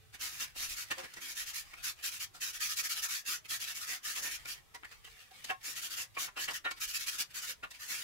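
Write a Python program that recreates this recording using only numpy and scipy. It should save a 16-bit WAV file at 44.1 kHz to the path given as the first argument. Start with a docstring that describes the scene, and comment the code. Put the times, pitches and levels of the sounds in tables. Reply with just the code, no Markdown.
"""On a patio, close to two microphones, a wire brush scrubs folded sheet-metal grill plates in quick strokes.
Dense clicks of bristle noise make the rasp and drive the low modes of the plate being held.
The plate knocks on its neighbours and the ground, ringing shortly, and scrapes over crumpled paper when turned.
A short echo follows it all, and noise makes a low outdoor rumble, unrelated in the two microphones."""
import sys
import numpy as np
from scipy import signal
from scipy.io import wavfile
from scipy.ndimage import uniform_filter1d

SR = 44100
rng = np.random.default_rng(int(sys.argv[2]) if len(sys.argv) > 2 else 0)


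def store_pcm(level_fs):
    """Save levels as 16-bit WAV."""
    pcm = np.round(np.clip(level_fs, -1, 1) * 32767).astype(np.int16)
    wavfile.write(sys.argv[1], SR, np.atleast_2d(pcm).T)


N = 354123

# Brush strokes on the plate. Each row: start in seconds, length in ms, bristle rasp in relative dB.
STROKES = [(.202, 101, -41), (.303, 120, -50), (0.393, 60, -40.5), (.56, 125, -43.5), (0.602, 74, -44),
           (0.684, 69, -43.5), (0.761, 80, -42.5), (1.208, 92, -47), (1.276, 64, -45.5), (1.355, 87, -43),
           (1.46, 61, -45), (1.535, 84, -42), (1.832, 84.4, -39.5), (2.031, 68, -39), (2.111, 77, -45.5),
           (2.197, 57, -41), (2.409, 46, -39.5), (2.445, 71, -43), (2.529, 57, -46.5), (2.603, 83, -37.5),
           (2.688, 59, -40), (2.764, 55, -36), (2.832, 48, -38.5), (2.891, 56, -37.5), (2.955, 55, -40.5),
           (3.02, 50.5, -37.5), (3.081, 119, -40.5), (3.261, 106, -38), (3.492, 84, -39),
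           (3.598, 62, -42.5), (3.665, 71, -44), (3.745, 54, -44), (3.798, 65, -44.5), (3.869, 103, -42),
           (4.038, 110, -41.5), (4.147, 64, -41.5), (4.22, 79, -40.5), (4.302, 69, -43.5),
           (4.47, 78, -44.5), (5.637, 103, -43), (5.753, 57, -43.5), (5.816, 68, -42.5), (5.9, 62, -44),
           (5.963, 80.4, -41.5), (6.183, 85.5, -39), (6.386, 77, -42), (6.533, 49, -43), (6.806, 55, -38),
           (6.871, 61, -43.5), (6.935, 49, -38.5), (6.988, 66, -43.5), (7.065, 41, -38), (7.105, 71, -44.5),
           (7.184, 46.7, -36), (7.343, 67, -43.5), (7.415, 55, -44.5), (7.47, 59.3, -41.5),
           (7.793, 100, -49.5), (7.882, 100, -41), (7.972, 71, -45.5)]
# How hard the brush leans into the plate. Each row: time in seconds, push in dB over the rasp.
PRESSURE = [(0, 17), (.8, 8.5), (1.25, 10), (1.5, 5), (2.2, 9), (2.7, 6.5), (3.2, 8), (3.7, 11),
            (4.2, 12.5), (5.7, 12.5), (6.5, 11.5), (6.8, 3), (7.15, 11.5)]
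# Spectrum of the wire tips. Each row: frequency in Hz, level in relative dB.
BRISTLES = [(600, -21), (900, -15), (1250, 2), (2040, 4), (3200, 2.5), (4810, 2.5), (5900, 5), (7390, 2.5),
            (8310, -3.5), (11100, 1.5), (15800, -4)]
# Modes of the plate, also rung by the knocks. Each row: frequency in Hz, level in relative dB,
# time to fall 60 dB in seconds when it rings freely.
PLATE = [(360, -8, .04), (530, -8, .04), (748, -3, .055), (967, -6, .08), (1093, -1, .12), (1408, -3, .06),
         (1490, -6, .03), (1630, -2, .08), (1825, -2, .06), (1945, -3, .045), (2090, -4, .05),
         (2250, -4, .03), (2395, -1, .05), (2680, -3, .05), (2925, -3, .04), (3130, -3, .04),
         (3820, -3, .04)]
# Spectrum of the plate thudding on the ground, also in the knocks. Each row: frequency in Hz, relative dB.
THUD = [(130, -70), (230, 5), (310, 4.5), (480, 1), (800, 5.5), (1400, -59)]
SPEED_UP, SPEED_UP_MS = .2, 14  # a stroke gains speed over this share of its length plus a fixed time
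LEAN = 0.54  # dB gained by the lower rasp for each dB of pressure
ROCK_DB = -45.5  # the plate rocking on the ground, against the push of the brush


def brush():
    """Wire tips catch and let go; pressure deepens the rasp, drives the plate's low modes and rocks it."""
    strokes = np.array(STROKES)
    rows, rasp_db = spans(strokes, SPEED_UP, SPEED_UP_MS), strokes[:, 2]
    pressure_db = np.interp(rows[:, 0], *np.transpose(PRESSURE))
    push_db = rasp_db + pressure_db

    tips = coloured(clicks(10000, spread_db=1.5), BRISTLES, patchy_db=5.0, size=512)
    low = signal.filtfilt(*signal.butter(2, 2300, fs=SR), tips)
    lean_db = LEAN * (pressure_db - 10)
    out = humps(rows, rasp_db + 1.67, squareness=3.24) * (tips - low)
    out += humps(rows, rasp_db + lean_db, squareness=2.2) * low

    push = clicks(8000, spread_db=5.5)
    # random mode levels vary the colour of each stroke
    vary_db = 6.5 * rng.standard_normal((len(rows), len(PLATE)))
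    for k, (hz, db, t60) in enumerate(PLATE):
        drive = humps(rows, push_db + db + vary_db[:, k] - 44.5) * push
        out = out + mode(drive, hz, t60)

    rocking = coloured(clicks(400, spread_db=3.), THUD, patchy_db=4., size=512)
    return out + humps(rows, push_db + ROCK_DB) * rocking


def mode(x, hz, t60):
    """One mode of the plate: a two-pole resonator passing white noise at unchanged power."""
    r = 10 ** (-3 / (t60 * SR))
    w = 2 * np.pi * hz / SR
    return signal.lfilter([np.sin(w) * np.sqrt(2 * (1 - r * r))], [1, -2 * r * np.cos(w), r * r], x)


# Knocks of the held plate. Each row: peak time in seconds, fall by 10 dB in ms, tick in relative dB,
# ring in relative dB, two favoured pitches in Hz, and how freely it rings from 0 to 1.
KNOCKS = [(0.564, 7.6, -69, -57.5, 748, 530, 0.1), (0.914, 13.4, -39.5, -38.5, 1770, 2550, 0.21),
          (0.986, 41, -49.5, -45.5, 530, 336, 0.57), (1.042, 22, -53, -52.5, 530, 1960, 0.08),
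          (1.143, 4.3, -48, -60, 2060, 2900, 0.4), (1.173, 20, -53.5, -53, 1960, 350, 0.19),
          (1.739, 7.9, -59, -53, 2395, 2280, 0.26), (2.353, 34, -54.5, -59.5, 800, 1440, 0.25),
          (4.199, 110, -74, -60.5, 360, 530, 0.12), (4.458, 7.7, -50, -50.5, 2300, 1400, 0.7),
          (4.751, 14.6, -51, -51, 967, 2020, 0.7), (4.835, 6.3, -71, -50.5, 1460, 1480, 0.46),
          (4.852, 6.3, -55.5, -49.5, 2090, 1945, 0.24), (4.92, 14, -58.5, -57, 1630, 1650, 0.34),
          (5.051, 6.1, -54, -56.5, 3100, 1940, 0.35), (5.077, 6.2, -74, -61, 1945, 1945, 0.3),
          (5.316, 7.1, -60.5, -60.5, 748, 748, 0.6), (5.449, 5.9, -41, -53, 3820, 2080, 0.12),
          (5.501, 12.4, -56, -37.5, 1630, 2680, 0.39), (5.509, 16, -72, -43, 748, 1093, 0.68),
          (6.174, 11, -62, -42, 2430, 1093, 0.36), (6.284, 10, -60, -49, 1390, 967, 0.26),
          (6.375, 32, -49.5, -45.5, 2570, 1310, 0.28), (6.487, 16, -45.5, -41, 1945, 2925, 0.2),
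          (6.509, 18, -44.5, -50, 990, 1380, 0.1), (6.653, 13, -55, -41, 3860, 1490, 0.34),
          (6.66, 26.4, -57.5, -39.5, 1420, 1770, 0.75), (6.715, 8, -44, -44.5, 2300, 1380, 0.35),
          (7.639, 16, -66, -45.5, 1415, 2580, 0.14), (7.713, 13, -51.5, -61, 2660, 1900, 0.4)]
# Spectrum of the bright tick. Each row: frequency in Hz, level in relative dB.
TICK = [(2000, -24), (3800, -8.5), (8000, -14), (15800, -20.5)]
# Spectrum of the clack below it. Each row: frequency in Hz, level in relative dB.
CLACK = [(500, -21), (1100, 4.5), (2600, -0.5), (3500, -5.5), (5500, -53)]
THUD_DB = -13  # thud against ring


def knocks():
    """Each knock is a short smeared burst: a bright tick, a clack, a low thud and ringing modes."""
    s, fall_ms, tick_db, ring_db = np.transpose(KNOCKS)[:4]
    rows = np.c_[s, 5.5 + .2 * fall_ms, fall_ms]  # a long knock also builds up more slowly
    tick = humps(rows, tick_db) * coloured(clicks(6000, spread_db=2.5), TICK, patchy_db=3.)
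    thud = humps(rows, ring_db + THUD_DB) * coloured(clicks(3000, spread_db=2.5), THUD, patchy_db=2.5)
    clack = humps(rows, ring_db - 3.5) * coloured(clicks(3000, spread_db=3.), CLACK, patchy_db=3.)
    out = tick + thud + clack
    for row, knock in zip(rows, KNOCKS):
        at, sound = ring(*row, *knock[3:])
        out[:, at:at + sound.shape[1]] += sound
    return out


RING_DB, VARY_DB = 7.5, 2.5  # strength of the modes in a knock, and how much their levels vary at random
DETUNE = .025  # a plate gripped or lying on the ground shifts its modes by up to this share
LEAD = 2000  # samples computed before the peak of a knock


def ring(s, rise_ms, fall_ms, ring_db, hz_a, hz_b, free):
    """Modes near two favoured pitches swing up and die; a damped plate rings shorter, rougher, off pitch."""
    t = np.arange(-LEAD, 10000) / SR
    free = np.clip(free, .05, 1)
    side_ms = np.where(t < 0, rise_ms, max(fall_ms, 2))
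    blow = 10 ** (-(1000 * t / side_ms) ** 2 / 2)
    out = 0
    for (hz, db, t60), (vary, shift, turn) in zip(PLATE, rng.uniform(-0.87, 1, (len(PLATE), 3))):
        octaves = min(abs(np.log2(hz / hz_a)), abs(np.log2(hz / hz_b)))
        off_db = -min(900 * octaves ** 2, 13 + 6 * octaves) + VARY_DB * vary
        r = 10 ** (-3 / (t60 * free * SR))
        roughness = (rng.standard_normal((len(t), 2)) @ [1, 1j]) / np.sqrt(1 - r)
        force = blow * (np.sqrt(free) + (1 - free) ** 2 * roughness)
        swing = signal.lfilter([1 - r], [1, -r], force)
        # each mode is a quarter cycle apart in left and right, which keeps the ring wide and its level steady
        shifted_hz = hz * (1 + DETUNE * (1 - free) * shift)
        cycles = shifted_hz * t + turn + np.array([[0], [.25]])
        out = out + gain_of(ring_db + db + off_db + RING_DB) * (swing * np.exp(2j * np.pi * cycles)).real
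    return round(s * SR) - LEAD, out


# Short drags over paper and grit. Each row: start in seconds, length in ms, level in relative dB.
DRAGS = [(0.132, 32, -49.5), (0.401, 110, -54), (.712, 12, -53.5), (1.76, 69, -56), (1.962, 93, -59),
         (3.446, 23, -52), (4.36, 100, -57.5), (4.54, 67, -59.5), (5.605, 29, -59), (6.144, 30, -55.5),
         (6.675, 39, -60), (6.762, 41, -54), (7.297, 36, -57.5), (7.728, 55, -55)]
# Paper rustling while the plate is shifted and turned over, one list for each of the two moves.
# Each row: time in seconds, level in relative dB.
TURNS = [
    [(.76, -63), (.91, -56.5), (1.15, -60.5), (1.68, -60.5), (1.76, -61)],
    [(4.8, -76), (4.94, -61), (5.02, -74), (5.07, -57.5), (5.16, -63.5), (5.22, -57.5), (5.3, -70.5),
     (5.35, -58.5), (5.44, -59), (5.51, -46), (5.56, -79)],
]
# Spectrum of the paper. Each row: frequency in Hz, level in relative dB.
PAPER = [(400, -16), (1000, -8), (2000, 1.5), (4500, -3), (8000, -8.5), (15800, -11.5)]
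DRAG_RISE = 0.41  # share of a drag spent swelling


def drags():
    """Crumpled paper and grit hiss and crackle under the moving plate, as dense uneven clicks."""
    rows, t = np.array(DRAGS), np.arange(N) / SR
    level = humps(spans(rows, DRAG_RISE), rows[:, 2])
    for turn in TURNS:
        turn_db = np.interp(t, *np.transpose(turn), left=-120, right=-120)
        level = np.hypot(level, gain_of(turn_db))
    return level * coloured(clicks(6000, spread_db=2.), PAPER, patchy_db=5., size=512)


DULL_HZ = 6500  # the echo loses its treble above this


def patio(x):
    """Hard ground and cabinet doors return a short, thin wash: sparse random reflections dying away."""
    t = np.arange(SR // 4) / SR
    signs = rng.choice([-1., 1.], (2, len(t)))
    present = rng.random((2, len(t))) < .05
    tail = signs * present * gain_of(-60 * t / 0.13)  # falls 60 dB in 0.13 s
    tail = signal.lfilter(*signal.butter(1, DULL_HZ, fs=SR), tail)
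    tail = tail / np.linalg.norm(tail, axis=1, keepdims=True)
    return signal.oaconvolve(x, tail, axes=1)[:, :N]


# Spectrum of the outdoor air. Each row: frequency in Hz, level in relative dB.
AIR = [(15, -38), (25, 2.5), (60, -1.5), (130, -4.5), (210, -18), (700, -19), (2000, -18), (5000, -23),
       (15800, -27.5)]
# Slow level of the distant rumble. Each row: time in seconds, gain in dB.
RUMBLE = [(0.0, -62.5), (1.92, -63.5), (3.5, -66.5), (8.03, -65)]
HISS_DB = -63  # gain of the air noise above the rumble


def air():
    """Distant outdoor rumble that sinks slowly and recovers a little, and faint steady hiss: coloured noise."""
    noise = coloured(rng.standard_normal((2, N)), AIR, patchy_db=4.5, size=2048)
    low = signal.filtfilt(*signal.butter(2, 200, fs=SR), noise)
    rumble_db = np.interp(np.arange(N) / SR, *np.transpose(RUMBLE))
    return gain_of(rumble_db) * low + gain_of(HISS_DB) * (noise - low)


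def gain_of(db):
    """Decibels to amplitude."""
    return 10 ** (np.asarray(db) / 20)


def evened(x):
    """Scales to rms 1."""
    return x / np.sqrt(np.mean(x ** 2) + 1e-20)


def spans(rows, rise, rise_ms=0):
    """From start and length to peak time in seconds, rise in ms and fall in ms."""
    s, ms = rows[:, 0], rows[:, 1]
    up_ms = rise * ms + rise_ms
    return np.c_[s + up_ms / 1000, up_ms, ms - up_ms]


HOP = 32  # samples between computed points of a level curve


def humps(rows, db, squareness=2):
    """Amplitude of events that swell and fade, 10 dB below their peak one rise before and one fall after."""
    t = np.arange(N // HOP + 2) * HOP / SR
    late_ms = 1000 * (t - rows[:, :1])
    side_ms = np.where(late_ms < 0, rows[:, 1:2], rows[:, 2:3])
    distance = abs(late_ms) / np.maximum(side_ms, 2)
    power = gain_of(db) ** 2 @ 10 ** -np.minimum(distance ** squareness, 12)
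    return np.interp(np.arange(N) / SR, t, np.sqrt(power))


def clicks(per_s, spread_db):
    """Random clicks of either sign and uneven size, a different train for each microphone."""
    hit = rng.random((2, N)) < per_s / SR
    size = rng.exponential(1, (2, N))
    sign = rng.standard_normal((2, N))
    return evened(hit * gain_of(spread_db * np.minimum(size, 4)) * sign)


def coloured(x, points, patchy_db, size=256):
    """Gives x a spectrum, with patches that drift over time and pitch, weaker in the treble."""
    hz, t, z = signal.stft(x, SR, nperseg=size)
    f, db = np.transpose(points)
    patches = rng.standard_normal(z.shape[1:])  # shared by both microphones
    patches = uniform_filter1d(patches, size=2, axis=0)
    patches = evened(uniform_filter1d(patches, size=10, axis=1))
    spectrum_db = np.interp(np.log(hz + 1), np.log(f), db)[:, None]
    z = z * gain_of(spectrum_db + patchy_db * patches / (1 + hz[:, None] / 9000))
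    return evened(signal.istft(z, SR, nperseg=size)[1][:, :N])


def scene():
    """Brush and plate slightly left, their echo, and the air."""
    near = (brush() + knocks() + drags()) * gain_of([[2.3], [1.7]])  # left, right in dB
    echo = gain_of(-9) * patio(near)
    return near + echo + air()


EDGE_HZ = 15780  # top of the band


def record(dry):
    """A steep low-pass filter limits the band."""
    lowpass = signal.firwin(1023, EDGE_HZ, window=("kaiser", 9), fs=SR)
    return signal.oaconvolve(dry, lowpass[None], "same")


dry = scene()
out = record(dry)
store_pcm(out)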